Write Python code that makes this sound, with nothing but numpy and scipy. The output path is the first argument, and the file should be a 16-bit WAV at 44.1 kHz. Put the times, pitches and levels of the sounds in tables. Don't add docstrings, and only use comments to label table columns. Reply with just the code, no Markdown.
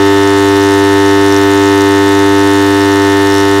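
import sys
import numpy as np
from scipy import signal
from scipy.fft import rfft, irfft
from scipy.io import wavfile
from scipy.ndimage import uniform_filter1d

SR = 44100
rng = np.random.default_rng(int(sys.argv[2]) if len(sys.argv) > 2 else 0)


def put_to_file(sound):
    columns = np.atleast_2d(sound).T
    safe = np.clip(columns, -1, 1)
    whole_steps = np.round(safe * 32767)
    wavfile.write(sys.argv[1], SR, whole_steps.astype(np.int16))


N = 158760

# [multiple of the pulse rate, level/dB]
DRONE_HARMONICS = [(1, -10), (2, -22), (3, 0), (4, 0), (5, -15), (6, -26), (7, -15), (8, -22), (9, -8),
                   (10, -17), (11, -16), (12, -19), (13, -15), (14, -23), (15, -17), (16, -20), (17, -21),
                   (18, -12), (19, -16), (20, -30), (21, -20), (22, -26), (23, -41), (24, -35), (25, -25),
                   (26, -29), (27, -28), (28, -27), (29, -24), (30, -23), (31, -30), (32, -25), (33, -33),
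                   (34, -30), (35, -25), (36, -22), (37, -26), (38, -26), (39, -33), (40, -26), (41, -30),
                   (42, -39), (43, -36), (44, -28)]
# [t/s, third level/dB, fourth level/dB]
LOUD_PAIR_DRIFT = [(0.1, -9.5, -8), (0.22, -10, -8), (1.85, -9, -8.5), (2.6, -8.5, -10.5), (3.5, -10.5, -9)]
# [f/Hz, rms level of each harmonic there/dB]
BUZZ_SPECTRUM = [(4450, -44.5), (4900, -48.5), (5600, -47), (7000, -54.5), (8200, -54.5), (9400, -62),
                 (10100, -64)]
# [multiple of the shaft rate, rms level/dB]
SHAFT_TONES = [(11, -52), (13, -46.5), (19, -45.5), (25, -51), (39, -55), (108, -39.5)]
# [f/Hz, level/dB per Hz]
MACHINE_SPECTRUM = [(20, -4), (50, 3), (95, 1.5), (170, 0.5), (280, -0.5), (390, 2.5), (560, -1),
                    (880, -3.5), (1300, 0), (1950, -24), (2300, -15), (2750, -8), (3600, -8.5),
                    (5600, -5.5), (8000, -14), (9500, -15.5), (10400, -21), (11600, -17), (15500, -31)]
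# [f/Hz, level/dB per Hz]
CHURN_SPECTRUM = [(200, -20), (450, -1.5), (680, -2.5), (880, 2), (1080, -7), (1280, -0.5), (1690, -3),
                  (1830, 2), (2120, -1.5), (2260, -2.5), (3500, -23.5), (5000, -27)]
# [f/Hz, level/dB per Hz]
AIR_SPECTRUM = [(1500, -27), (2800, -18), (3700, 3.5), (4700, -6.5), (5500, -1.5), (6200, -9.5),
                (6900, -2.5), (7700, -6.5), (9500, -3), (10400, -11), (11500, -7), (13500, -15),
                (15800, -18)]
# [f/Hz, width/Hz, rms level/dB]
TICK_RINGS = [(5640, 550, -34), (6740, 520, -37), (9300, 1000, -41.5), (11800, 1500, -46)]

PULSE_HZ, FIRST_PULSE_S = 99.11, .0008
SPEED_WANDER, SPEED_WANDERS_PER_S = 0.000197, 2.924
DRONE_DB = -7
LAG_S, SMEAR_S = .0049, .0103
SCATTER_HZ = 1549.5
WAVER_DB, WAVER_PER_S, WAVER_FULL_HZ = 0.66, 5.12, 1300
BUZZ_TOP_HZ = 10100
MACHINE_DB = -29.5
CHURN_DB, CHURN_DEPTH, CHURN_AT = -29.5, 0.2, 0.24
RUSH_DB, RUSH_AT, RUSH_WIDTH_S, RUSH_UNEVEN_DB = -39, 0.87, 0.0011, 2
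SPIT_DB, SPIT_AT, SPIT_RISE_S, SPIT_FALL_S, SPIT_UNEVEN_DB = -33, 0.2, .0005, .0016, 2.5
TICK_AT, TICK_RISE_S, TICK_FALL_S = 0.21, .0003, 0.00077
TICK_UNEVEN_DB, TICK_JITTER_S = 2, 0.00016
TICK_SWELL_DB, TICK_SWELLS_PER_S = 3, 10
CEILING, KNEE, TOP_HZ = 1.0, 20, 15750


def undb(db):
    return 10 ** (np.asarray(db) / 20)


def level(x, db):
    return x * undb(db) / np.sqrt(np.mean(x ** 2))


def colour(points, hz):
    f, db = np.array(points, float).T
    return undb(np.interp(np.log(np.maximum(hz, 1)), np.log(f), db))


def noise(points):
    white = rfft(rng.standard_normal(N))
    hz = np.arange(N // 2 + 1) * SR / N
    return level(irfft(white * colour(points, hz), N), 0)


def walk(rate):
    hold = int(SR / rate)
    held = np.repeat(rng.standard_normal(256), hold)[:N]
    slewed = uniform_filter1d(held, hold)
    return level(uniform_filter1d(slewed, hold), 0)


def in_cycle(cycles, at):
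    nearest = np.round(cycles - at)
    since = (cycles - at - nearest) / PULSE_HZ
    chance = rng.standard_normal(512)[nearest.astype(int) + 2]
    return since, chance


def puff(since, rise_s, fall_s):
    rise = np.exp(-(since / rise_s) ** 2 / 2)
    fall = np.exp(-np.abs(since) / fall_s)
    return np.where(since < 0, rise, fall)


def tone(cycles, db):
    return np.sqrt(2) * undb(db) * np.sin(2 * np.pi * (cycles + rng.random()))


def drone(t, cycles):
    drift = np.array(LOUD_PAIR_DRIFT)
    about_mean = drift[:, 1:] - drift[:, 1:].mean(axis=0)
    drift_db = {3: about_mean[:, 0], 4: about_mean[:, 1]}
    out = 0
    for k, (_, db) in enumerate(DRONE_HARMONICS, 1):
        hz = k * PULSE_HZ
        lag = LAG_S + SMEAR_S * np.sqrt(hz / 1000)
        scatter = (hz / SCATTER_HZ) ** 4 * rng.standard_normal()
        db = db + WAVER_DB * min(hz / WAVER_FULL_HZ, 1) * walk(WAVER_PER_S)
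        if k in drift_db:
            db = db + np.interp(t, drift[:, 0], drift_db[k])
        phase = 2 * np.pi * (k * cycles - hz * lag) + scatter
        out = out + undb(db) * np.cos(phase)
    return level(out, DRONE_DB)


def buzz(cycles):
    orders = range(len(DRONE_HARMONICS) + 1, int(BUZZ_TOP_HZ / PULSE_HZ))
    return sum(colour(BUZZ_SPECTRUM, k * PULSE_HZ) * tone(k * cycles, 0) for k in orders)


def shaft(cycles):
    return sum(tone(k * cycles / 2, db) for k, db in SHAFT_TONES)


def machine():
    return undb(MACHINE_DB) * noise(MACHINE_SPECTRUM)


def chamber(cycles):
    swell = 1 + CHURN_DEPTH * np.cos(2 * np.pi * (cycles - CHURN_AT))
    return level(noise(CHURN_SPECTRUM) * swell, CHURN_DB)


def rush(cycles):
    since, chance = in_cycle(cycles, RUSH_AT)
    shape = np.exp(-(since / RUSH_WIDTH_S) ** 2 / 2) * undb(RUSH_UNEVEN_DB * chance)
    return level(shape * noise(AIR_SPECTRUM), RUSH_DB)


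def spit(cycles):
    since, chance = in_cycle(cycles, SPIT_AT)
    shape = puff(since, SPIT_RISE_S, SPIT_FALL_S) * undb(SPIT_UNEVEN_DB * chance)
    return level(shape * noise(AIR_SPECTRUM), SPIT_DB)


def ticks(cycles):
    since, late = in_cycle(cycles, TICK_AT)
    shape = puff(since - TICK_JITTER_S * late, TICK_RISE_S, TICK_FALL_S)
    out = 0
    for hz, width, db in TICK_RINGS:
        b, a = signal.iirpeak(hz, hz / width, fs=SR)
        ring = signal.lfilter(b, a, rng.standard_normal(N))
        _, chance = in_cycle(cycles, TICK_AT)
        strength_db = TICK_UNEVEN_DB * chance + TICK_SWELL_DB * walk(TICK_SWELLS_PER_S)
        out = out + level(ring * shape * undb(strength_db), db)
    return out


def scene():
    t = np.arange(N) / SR
    speed = 1 + SPEED_WANDER * walk(SPEED_WANDERS_PER_S)
    cycles = PULSE_HZ * (np.cumsum(speed) / SR - FIRST_PULSE_S)
    steady = drone(t, cycles) + buzz(cycles) + shaft(cycles) + machine()
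    air = chamber(cycles) + rush(cycles) + spit(cycles)
    return (steady + air + ticks(cycles))[None]


def record(dry):
    rounded = dry / (1 + np.abs(dry / CEILING) ** KNEE) ** (1 / KNEE)
    low_pass = signal.ellip(10, .1, 80, TOP_HZ, fs=SR, output="sos")
    return signal.sosfilt(low_pass, rounded)


dry = scene()
out = record(dry)
put_to_file(out)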